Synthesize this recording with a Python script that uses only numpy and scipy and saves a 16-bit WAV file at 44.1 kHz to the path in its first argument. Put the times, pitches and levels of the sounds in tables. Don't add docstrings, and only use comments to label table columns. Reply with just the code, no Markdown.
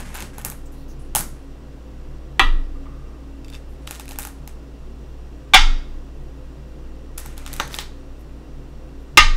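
import sys
import numpy as np
from scipy import signal
from scipy.fft import rfft, irfft
from scipy.io import wavfile

SR = 44100
rng = np.random.default_rng(int(sys.argv[2]) if len(sys.argv) > 2 else 0)


def transcribe(u):
    v = np.clip(np.atleast_2d(u).T, -1, 1)
    q = np.round(v * 32767).astype(np.int16)
    wavfile.write(sys.argv[1], SR, q)


def field_ratio(decibels):
    return 10 ** (np.asarray(decibels, dtype=float) / 20)


N = 412776

# (time [s], blow [dB], sharpness [Hz], crack [dB], table shake [dB])
BLOWS = [
    (2.3950, 4, 14000, 3.5, -11.5),
    (5.5361, 2.5, 4010, 1.5, -10.5),
    (5.543, 8.5, 6110, 7, -36),
    (9.1729, 8, 6760, 7, -11.5),
    (9.1762, 10, 5955, 3.5, -40),
]
# (frequency [Hz], level [dB], t60 [s], low modes only: extra in the last handful [dB])
STONE = [
    [(2032, 2, 0.0039, -3), (2605, 7.5, 0.00547, -6), (3550, -1, 0.0068, 2), (3950, 5.5, 0.0025, 1.5)],
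    [(5200, -5, 0.008), (6380, 2.5, 0.0047), (7400, 10.5, 0.0024), (8560, 6.5, 0.0021)],
    [(9400, 1.5, 0.0019), (10660, 12, 0.0013), (12150, -0.5, 0.0066), (12000, 3.5, 0.0031),
     (13900, -10, 0.0034), (15000, -3.5, 0.0021)],
]


def rms_one(x):
    return x / np.sqrt(np.mean(x ** 2) + 1e-20)


def at_hz(points, hz):
    table_hz, values = np.array(points).T
    return np.interp(np.log(hz), np.log(table_hz), values)


def level(rows, attack_s, fade_db_per_s):
    t = np.arange(0, N / SR + .01, .001)
    gain = 0
    for s, held_s, db in rows:
        rise = np.clip((t - s) / attack_s + 1, 0, 1) ** 2
        gain = gain + rise * field_ratio(db - fade_db_per_s * np.maximum(t - s - held_s, 0))
    return np.interp(np.arange(N) / SR, t, gain)


def colour(x, spectrum):
    log_gain = np.log(field_ratio(at_hz(spectrum, np.fft.rfftfreq(8192, 1 / SR) + 1)))
    cepstrum = irfft(log_gain)
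    cepstrum[1:4096] *= 2
    cepstrum[4097:] = 0
    response = irfft(np.exp(rfft(cepstrum)))
    return signal.fftconvolve(x, response)[:len(x)]


def passed(x, order, edges_hz, kind):
    return signal.sosfilt(signal.butter(order, edges_hz, kind, fs=SR, output="sos"), x)


def train(times_s, sizes):
    out = np.zeros(N)
    np.add.at(out, (np.asarray(times_s) * SR).astype(int), sizes)
    return out


def ring(impulses, hz, t60):
    r = field_ratio(-60 / (t60 * SR))
    w = 2 * np.pi * hz / SR
    return signal.lfilter([0, np.sin(w)], [1, -2 * r * np.cos(w), r * r], impulses + 1e-18)


def grains(per_s, spread_db):
    sizes = field_ratio(spread_db * np.minimum(rng.exponential(1, N), 5)) * rng.choice([-1, 1], N)
    return sizes * (rng.random(N) < per_s / SR)


def board(modes, t, ring_share):
    out = 0
    for k, (hz, db, t60) in enumerate(modes):
        out = out + (-1) ** k * np.sin(2 * np.pi * hz * t) * field_ratio(db - 60 * t / (ring_share * t60))
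    return out


def blows():
    spot_of_blow = [0, 1, 1, 2, 2]
    # (frequency [Hz], density [dB per Hz])
    cracks = [
        [(120, -39.5), (200, -12.5), (601, -18.5), (968, 1), (1940, -7.5), (2130, -5), (3600, -5.5),
         (4950, -23), (6400, -26.5), (16000, -34)],
        [(200, -32.5), (660, -35), (763, -4.5), (1100, -14.5), (1800, -16), (2250, -6.5), (2560, -14),
         (3560, -5), (4050, -18), (5200, -15), (16000, -42)],
        [(120, -44), (200, -24), (400, -37.5), (700, -28), (1230, -11.5), (1710, -21), (2170, -6), (4270, -15),
         (5420, -16), (16000, -44.5)],
    ]
    # (frequency [Hz], level [dB], t60 [s])
    first_spot = [(362, -18.5, 0.11), (281.6, -21.5, .1), (778, -10, 0.15), (910, -19.5, 0.1),
                  (1003, -9.5, 0.16), (1070, -14.5, 0.2), (1210, -12, 0.21), (1275, -15, 0.34),
                  (1395, -20.5, 0.27), (1475, -18.5, .1), (1330, -17.5, .12), (1667, -11.5, 0.15),
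                  (1921, -11, 0.24), (2027, -12.5, .08), (1960, -10, .24), (2360, -10, 0.179),
                  (2450, -18.5, 0.18), (2618, -11.5, 0.16), (2780, -23, .15), (2667, -13, 0.16),
                  (2950, -27, 0.39), (3280, -15.5, 0.28), (3350, -12.5, 0.09), (3460, -14, 0.18),
                  (3600, -19.5, 0.13), (3989, -17, 0.18), (4500, -16.5, 0.06), (6260, -29, 0.16)]
    # (frequency [Hz], level [dB], t60 [s])
    second_spot = [(345, -33, .05), (738, -11, 0.12), (769, -4.5, .12), (880, -13, 0.081),
                   (1060, -16.5, 0.089), (1185, -8.5, .1), (1432, -13.5, 0.23), (1327, -22.5, .35),
                   (1481, -15, 0.11), (1596, -10.5, 0.14), (1941, -12, 0.23), (2077, -13.5, .2),
                   (2219, -5.5, .18), (2355, -4.5, .16), (2780, -21.5, 0.4), (2890, -26.5, 0.2),
                   (3090, -20.5, .1), (3226, -14.5, 0.16), (3280, -13, 0.22), (3448, -3.5, 0.15),
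                   (3750, -9.5, 0.1), (4200, -16.5, .1), (4620, -15.5, 0.14), (5300, -21.5, 0.19)]
    # (frequency [Hz], level [dB], t60 [s])
    third_spot = [(343, -43.5, 0.04), (852, -12, 0.11), (994, -17, 0.19), (1208, -12.5, .16),
                  (1246, -15.5, 0.28), (1160, -18, 0.17), (1390, -18, 0.12), (1566, -13.5, 0.17),
                  (1951, -3.5, 0.24), (1994, -12, .15), (2100, -7.5, 0.18), (2145, -9.5, 0.17),
                  (2216, -9, 0.18), (2512, -14, 0.13), (2777, -10, .14), (2806, -12, 0.21),
                  (3072, -24, 0.16), (3370, -14.5, .16), (3490, -14, 0.12), (3760, -12, 0.12),
                  (3920, -21, 0.18), (4350, -17, 0.1), (4920, -25, 0.26), (5355, -15.5, .15),
                  (6333, -26.5, 0.076)]
    out = np.zeros((2, N))
    t = np.arange(SR // 2) / SR
    for (s, db, sharp_hz, crack_db, _), spot in zip(BLOWS, spot_of_blow):
        burst = rng.standard_normal(len(t)) * (field_ratio(-60 * t / 0.0033) + field_ratio(-60 * t / .06 - 11.5))
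        crack = colour(burst, cracks[spot])
        sent_crack = np.linalg.norm(burst) * colour(t == 0, cracks[spot])
        pair = np.array([crack, sent_crack]) / np.abs(crack).max()
        pair = passed(pair, 1, min(sharp_hz, 20000), "low")
        modes = (first_spot, second_spot, third_spot)[spot]
        direct = field_ratio(db - 7.0) * board(modes, t, 0.72) + field_ratio(db + crack_db - 1.5) * pair[0]
        sent = field_ratio(db - 4.0) * board(modes, t, 0.2) + field_ratio(db + crack_db + 0.5) * pair[1]
        i = int(s * SR)
        out[:, i:i + len(t)] += np.array([direct, sent])[:, :N - i]
    return out


def table():
    # (frequency [Hz], level [dB], t60 [s])
    rocking = [(21.27, 5.0, 0.95), (24.68, 3.5, 1.25)]
    # (frequency [Hz], level [dB], t60 [s])
    thuds = [(84, -32, .6), (41, -29, .3)]
    # (time [s], held [s], rumble [dB])
    lean = [(0.0, 0.035, -38.5), (.23, 0.019, -38), (.45, 0.037, -41), (1.16, 0.047, -36)]
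    lag_s = .0045
    s, blow_db, *_, shake_db = np.transpose(BLOWS)
    push = train(s + lag_s, field_ratio(shake_db))
    sway = sum((-1) ** k * field_ratio(db) * ring(push, hz, t60) for k, (hz, db, t60) in enumerate(rocking))
    thud = sum(ring(train(s, field_ratio(blow_db + db)), hz, t60) for hz, db, t60 in thuds)
    rumble = passed(rng.standard_normal(N), 2, [70, 230], "band")
    return sway + thud + level(lean, attack_s=0.041, fade_db_per_s=127) * rms_one(rumble)


def touches():
    # (time [s], stones [dB], brightness, top over low [dB], bowl knock [dB])
    first_handful = [(.0035, -39, 10, -31), (0.091, -50, -6, -46), (0.1437, -39, 14, -48),
                     (0.1495, -35, 11, -31), (.1545, -28.5, 1, -27), (.164, -37, -11, -41),
                     (0.172, -44, 25, -42), (.1868, -42, -17, -42.5), (0.1964, -42, 8, -39),
                     (0.2048, -28.5, -5, -43), (0.2235, -30.5, -2, -34), (0.3826, -34.5, 8, -26.5),
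                     (0.391, -44, 14, -48), (0.397, -46, 11, -39), (0.4145, -42, 8, -44),
                     (.4212, -47, 12, -53), (0.449, -22, 21, -24.5), (0.4568, -33, 19, -33.5),
                     (0.4635, -41, 22, -45), (0.4735, -48, 17, -50), (0.484, -40, 10, -34.5),
                     (0.5003, -37, 32, -35.5), (0.5155, -40.5, 3, -48), (0.521, -40, -4, -31),
                     (1.1506, -14.5, 11, -13.5), (1.1586, -13.5, 11, -21), (1.1655, -21, 17, -16),
                     (1.1818, -29, 20, -34.5), (1.1905, -25, 16, -40), (1.173, -31.5, 22, -27),
                     (1.2016, -31, 14, -27), (1.2078, -23.5, 10, -28)]
    # (time [s], stones [dB], brightness [dB], bowl knock [dB])
    second_handful = [(3.4461, -47.5, -8, -56), (3.461, -58, -3, -58), (3.4823, -47.5, -12, -53),
                      (3.491, -56, -8, -60), (3.5007, -45, 0, -58), (3.527, -54, -14, -60),
                      (3.5355, -49, -5, -60), (3.5446, -42, -9, -60), (3.5507, -44, -6, -60),
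                      (3.559, -50, -5, -58), (3.569, -55, -1, -56), (3.8715, -41, -3, -46),
                      (3.8744, -31, -11.5, -44), (3.882, -48, 9, -54), (3.8905, -46, 8, -50),
                      (3.903, -46, 2, -47), (3.9096, -26.5, 4, -25.5), (3.918, -41, 10, -59),
                      (3.9262, -38, -9, -45), (3.944, -44, 0, -48), (3.95, -37, -2, -53),
                      (3.956, -35, -2, -54), (3.962, -42, -5, -50), (3.974, -55, -4, -50),
                      (3.9971, -29, 0.5, -32), (4.008, -40, -3, -46), (4.0185, -51, 4, -51),
                      (4.0563, -45, -4, -49), (4.08, -37, -4, -50), (4.091, -35.5, 9, -51),
                      (4.1, -51, 10, -58), (4.11, -34, -3, -35), (4.1184, -34.5, -2, -36),
                      (4.1312, -44, 4, -48), (4.1585, -40.5, -7, -39), (4.187, -22.5, 15, -22),
                      (4.1957, -30, 11, -35), (4.202, -36, 10, -45), (4.221, -36, 5, -47),
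                      (4.23, -32, 5, -49), (4.2357, -37, -3, -45), (4.2507, -29, 5, -27),
                      (4.2565, -50, 10, -48), (4.266, -47, 8, -50), (4.272, -35, 12, -29),
                      (4.2867, -43, 3, -53), (4.476, -34.5, 1, -39)]
    # (time [s], stones [dB], brightness [dB], bowl knock [dB])
    third_handful = [(7.177, -35, 7, -50), (7.1802, -23.5, 8, -37), (7.194, -47, 16, -43),
                     (7.255, -47, -2, -41), (7.26, -32, 2, -39), (7.3785, -33.5, 1, -41),
                     (7.4528, -48, -20, -44), (7.4632, -29.5, -12, -34), (7.4768, -33, -2, -37),
                     (7.5186, -50, -20, -53), (7.53, -29, 0, -52), (7.538, -30.5, 6, -36),
                     (7.564, -31, 4, -43), (7.6, -24, -12, -36), (7.604, -46, 0, -15),
                     (7.614, -33, -9, -31), (7.655, -47, 4, -48), (7.677, -36.5, -7, -48),
                     (7.71, -42, -12, -52), (7.73, -36.5, -17, -51), (7.7422, -27, -12, -33),
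                     (7.749, -30.5, 4, -51), (7.7636, -37, 8, -36), (7.7873, -22.5, -22, -25),
                     (7.797, -37, -11, -45), (7.805, -37, 10, -52), (7.8122, -40, 2, -39)]
    bowl_gain_db, middle_db = 2, -2
    nudge_s, nudge_loss_db, nudge_uneven_db = .019, 24, 4
    s, db, bright_db, knock_db = np.transpose(first_handful + second_handful + third_handful)
    zones_db = np.array([knock_db + bowl_gain_db, db - bright_db / 2, db + middle_db, db + bright_db / 2])
    chance = rng.normal(0, 1, (len(s), 5))
    nudge_db = zones_db - nudge_loss_db + nudge_uneven_db * chance[:, :4].T
    all_s = np.append(s, s + nudge_s * field_ratio(2.2 * chance[:, 4]))
    return all_s, *np.hstack([zones_db, nudge_db])


def clicks():
    # (frequency [Hz], level [dB], t60 [s], extra in the last handful, rim knocked [dB])
    bowl = [(434, -50, 0.058, 2), (840, 2.5, 0.022, 0.5), (1122, -6.5, 0.0088, 1),
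            (1452, -2.5, 0.0078, 8.5)]
    # (low edge [Hz], high edge [Hz])
    zones_hz = [(600, 1700), (1700, 4500), (4500, 9000), (9000, 15500)]
    # (frequency [Hz], level [dB], t60 [s])
    loose = [(2680, -3, 0.042), (3590, 4, 0.031), (4720, -0.5, 0.019), (5470, -5, 0.019),
             (7360, -11, 0.018), (8740, -10, 0.021)]
    contact_s, echo_db, last_handful_s = .0006, -6, 7
    s, *zones_db = touches()
    chance = rng.normal(0, 1, (len(s), 20))
    spread = rng.random((len(s), 20))
    echo_s = 0.0007 * (.6 + .8 * spread[:, 0])
    direct, sent, k = 0, 0, 1
    sends_db, signs = (26.9, 21.7, 22.0, 19.3), (1, -1, 1, -1)
    for modes, db, band_hz, send_db, sign in zip([bowl, *STONE], zones_db, zones_hz, sends_db, signs):
        uneven = 1 if modes is bowl else 2.2
        for hz, mode_db, t60, *last_db in modes:
            uneven_db = uneven * chance[:, k] + sum(last_db) * (s > last_handful_s)
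            size = field_ratio(db + mode_db - 4.0 + uneven_db) * (-1) ** k
            start = s + contact_s * spread[:, k]
            hits = train(start, size) + train(start + echo_s, field_ratio(echo_db) * size)
            direct = direct + ring(hits, hz, t60)
            k += 1
        sent = sent + sign * passed(train(s, field_ratio(db + send_db)) + 1e-18, 2, band_hz, "band")
    free = train(s, field_ratio(zones_db[1] + 3.5) * (s > 3.4) * (s < 3.6))
    free_ring = 0
    for hz, db, t60 in loose:
        favour = np.sin(np.arange(N) * hz)
        free_ring = free_ring + field_ratio(db) * ring(free * favour, hz, t60)
    return np.array([direct + free_ring, sent + .3 * free_ring])


def rim():
    # (time [s], level [dB])
    rim_knocks = [(7.5994, -9.5), (7.7874, -22), (3.8755, -28)]
    # (frequency [Hz], level [dB], t60 [s])
    rim_modes = [(567, -17, 0.049), (807, -17, 0.14), (1310, 1.5, 0.012), (2840, -1, 0.0076),
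                 (3840, -6, 0.018), (6070, -8.5, 0.013)]
    s, db = np.transpose(rim_knocks)
    knocks = train(s, field_ratio(db))
    rows = []
    for ring_share, gain_db in ((1, 0), (.2, 7)):
        rows.append(sum((-1) ** k * field_ratio(mode_db + gain_db) * ring(knocks, hz, ring_share * t60)
                        for k, (hz, mode_db, t60) in enumerate(rim_modes)))
    return np.array(rows)


def stir():
    # (time [s], held [s], level [dB])
    pushes = [(0.0, 0.004, -30.5), (.05, 0.1, -40), (.146, 0.1, -35), (.335, 0.023, -44.5),
              (.382, 0.017, -42), (.447, 0.009, -33), (3.52, 0.037, -45), (3.82, .03, -54),
              (3.872, 0.12, -49), (4.085, 0.032, -43), (4.186, 0.033, -43.5), (7.18, 0.0063, -37.5),
              (7.22, 0.11, -46), (7.37, 0.07, -42.5), (7.5, 0.13, -40.5), (7.598, 0.0056, -33),
              (7.7, 0.067, -38), (7.79, .012, -50)]
    # (frequency [Hz], density [dB per Hz])
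    rub_colour = [(290, -31.5), (500, 1.5), (640, 0.5), (1030, 0), (2040, -2), (3650, -12.5), (5020, -14),
                  (10400, -12.5), (11300, -15), (16000, -31.5)]
    rub = grains(4500, spread_db=2.5)
    rings = 0
    for modes in STONE[:2]:
        for hz, db, t60, *_ in modes:
            some = rub * (rng.random(N) < .3)
            rings = rings + field_ratio(db) * ring(some, hz, 0.51 * t60)
    mix = rms_one(colour(rub, rub_colour)) + 0.49 * rms_one(rings)
    return level(pushes, attack_s=0.0076, fade_db_per_s=286) * field_ratio(-9.5) * mix


def slide():
    # (time [s], held [s], level [dB])
    pushes = [
        (2.75, 0.0094, -52.5),
        (2.856, 0.0057, -44.5),
        (2.89, 0.27, -58.5),
        (3.228, 0.0094, -59.5),
    ]
    rub = grains(1500, spread_db=3)
    wood = ring(rub, 1170, 0.023) + 0.36 * ring(rub, 1900, 0.0084)
    return level(pushes, attack_s=0.0059, fade_db_per_s=500.5) * rms_one(wood)


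def brush():
    # (time [s], held [s], level [dB], strongest frequency [Hz])
    strokes = [(.658, 0.0082, -53, 7960), (.722, 0.0066, -54, 12370), (.74, 0.1, -61.5, 4340),
               (.772, 0.018, -72.5, 12500), (.883, 0.037, -54, 6200), (.993, 0.033, -59, 10500),
               (1.05, 0.02, -67, 10680), (1.163, 0.037, -29.5, 11000), (3.69, .05, -67.5, 12400),
               (8.19, 0.025, -63.5, 14000), (9.0, .03, -73, 12970), (7.72, 0.036, -41, 5700),
               (7.795, 0.018, -45, 5700)]
    ring_cycles, broad_gain = 14.0, .9
    rub = grains(4015, spread_db=-1.0)
    broad = rms_one(passed(rub, 2, 4503, "high"))
    out = 0
    for *row, hz in strokes:
        gain = level([row], attack_s=.006, fade_db_per_s=502.5)
        out = out + gain * (rms_one(ring(rub, hz, ring_cycles / hz)) + broad_gain * broad)
    return field_ratio(-1.0) * out


def room(x):
    # (frequency [Hz], t60 [s])
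    room_t60 = [(150, 0.78), (750, 0.16), (1300, 0.26), (2500, 0.2), (5000, 0.26), (9000, 0.25),
                (12500, .21), (16000, 0.11)]
    gap_s, room_db = 0.0015, -7
    late_db, late_stretch, late_top_hz = -13.5, 2.58, 6000
    edges_hz = np.geomspace(14, 17000, 31)[8:]
    t = np.arange(int(.7 * SR)) / SR
    white = rng.standard_normal((2, len(t)))
    echo = 0
    for k, (low, high) in enumerate(zip(edges_hz, edges_hz[1:])):
        band = passed(white[k % 2], 2, [low, high], "band")
        t60 = at_hz(room_t60, np.sqrt(low * high))
        late = field_ratio(late_db - 60 * t / (late_stretch * t60)) / (1 + (low / late_top_hz) ** 2)
        echo = echo + band * (field_ratio(-60 * t / t60) + late)
    echo = echo * np.clip(t / gap_s - 1, 0, 1)
    return field_ratio(room_db) * signal.fftconvolve(x, echo / np.sqrt(np.sum(echo ** 2)))[:N]


def quiet():
    # (frequency [Hz], density [dB per Hz])
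    air_colour = [(52, -54.5), (95, -32), (127, -7), (151, -9.5), (172, -10.5), (277, -12.5), (456, -10.5),
                  (497, -13), (891, -21), (1080, -21), (2210, -31.5), (2750, -30.5), (8000, -41.5),
                  (9800, -46), (15500, -48.5)]
    # (frequency [Hz], rms [dB], wander [Hz])
    hum = [(22.7, -37, 1.8), (27, -48, 3.8), (39.3, -52.5, 4), (51, -54, 3), (58.3, -38, .1),
           (118.5, -56.5, 1.5), (138.5, -48, 6.5), (223.7, -54.5, 11), (275, -49.5, 2.1), (317, -54.5, 2.7),
           (372, -56.5, 14), (513, -59, 2.8), (1915, -72, 29), (2740, -71, 79), (5760, -75.5, 70)]
    air = colour(rng.standard_normal(N + SR), air_colour)[SR:]
    audible = passed(air, 4, 300, "high")
    out = field_ratio(-49.5) * air / np.std(audible)
    t = np.arange(N) / SR
    for hz, db, wander_hz in hum:
        r = np.exp(-100 * np.pi * wander_hz / SR)
        slow = signal.lfilter([1], [1, -r], rng.standard_normal((2, N // 100 + 900)))[:, 898:]
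        a, b = (np.interp(t * SR / 100, np.arange(len(v)), rms_one(v)) for v in slow)
        steady = 0.72 / wander_hz
        phase = 2 * np.pi * hz * t
        out += field_ratio(db) * rms_one((steady + a) * np.sin(phase) + b * np.cos(phase))
    return out


def whine():
    # (frequency [Hz], rms [dB], t60 [s])
    lines = [(5000, -79, .03), (5500, -78.5, .05), (7270, -79.5, .02), (8200, -84, .02), (8900, -90, .03),
             (12000, -87.5, .3)]
    white = rng.standard_normal(N)
    return sum(field_ratio(db) * rms_one(ring(white, hz, t60)) for hz, db, t60 in lines)


def scene():
    direct, sent = blows() + clicks() + rim() + stir() + slide()
    return (direct + room(sent) + table() + quiet() + whine() + brush())[None]


def roll_off(x):
    return signal.sosfilt(signal.butter(12, 16560, fs=SR, output="sos"), x)


def record(dry):
    dull = signal.sosfilt(signal.ellip(8, .5, 28, 15720, fs=SR, output="sos"), dry)
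    return roll_off(np.clip(dull, -1, 1))


dry = scene()
out = record(dry)
transcribe(out)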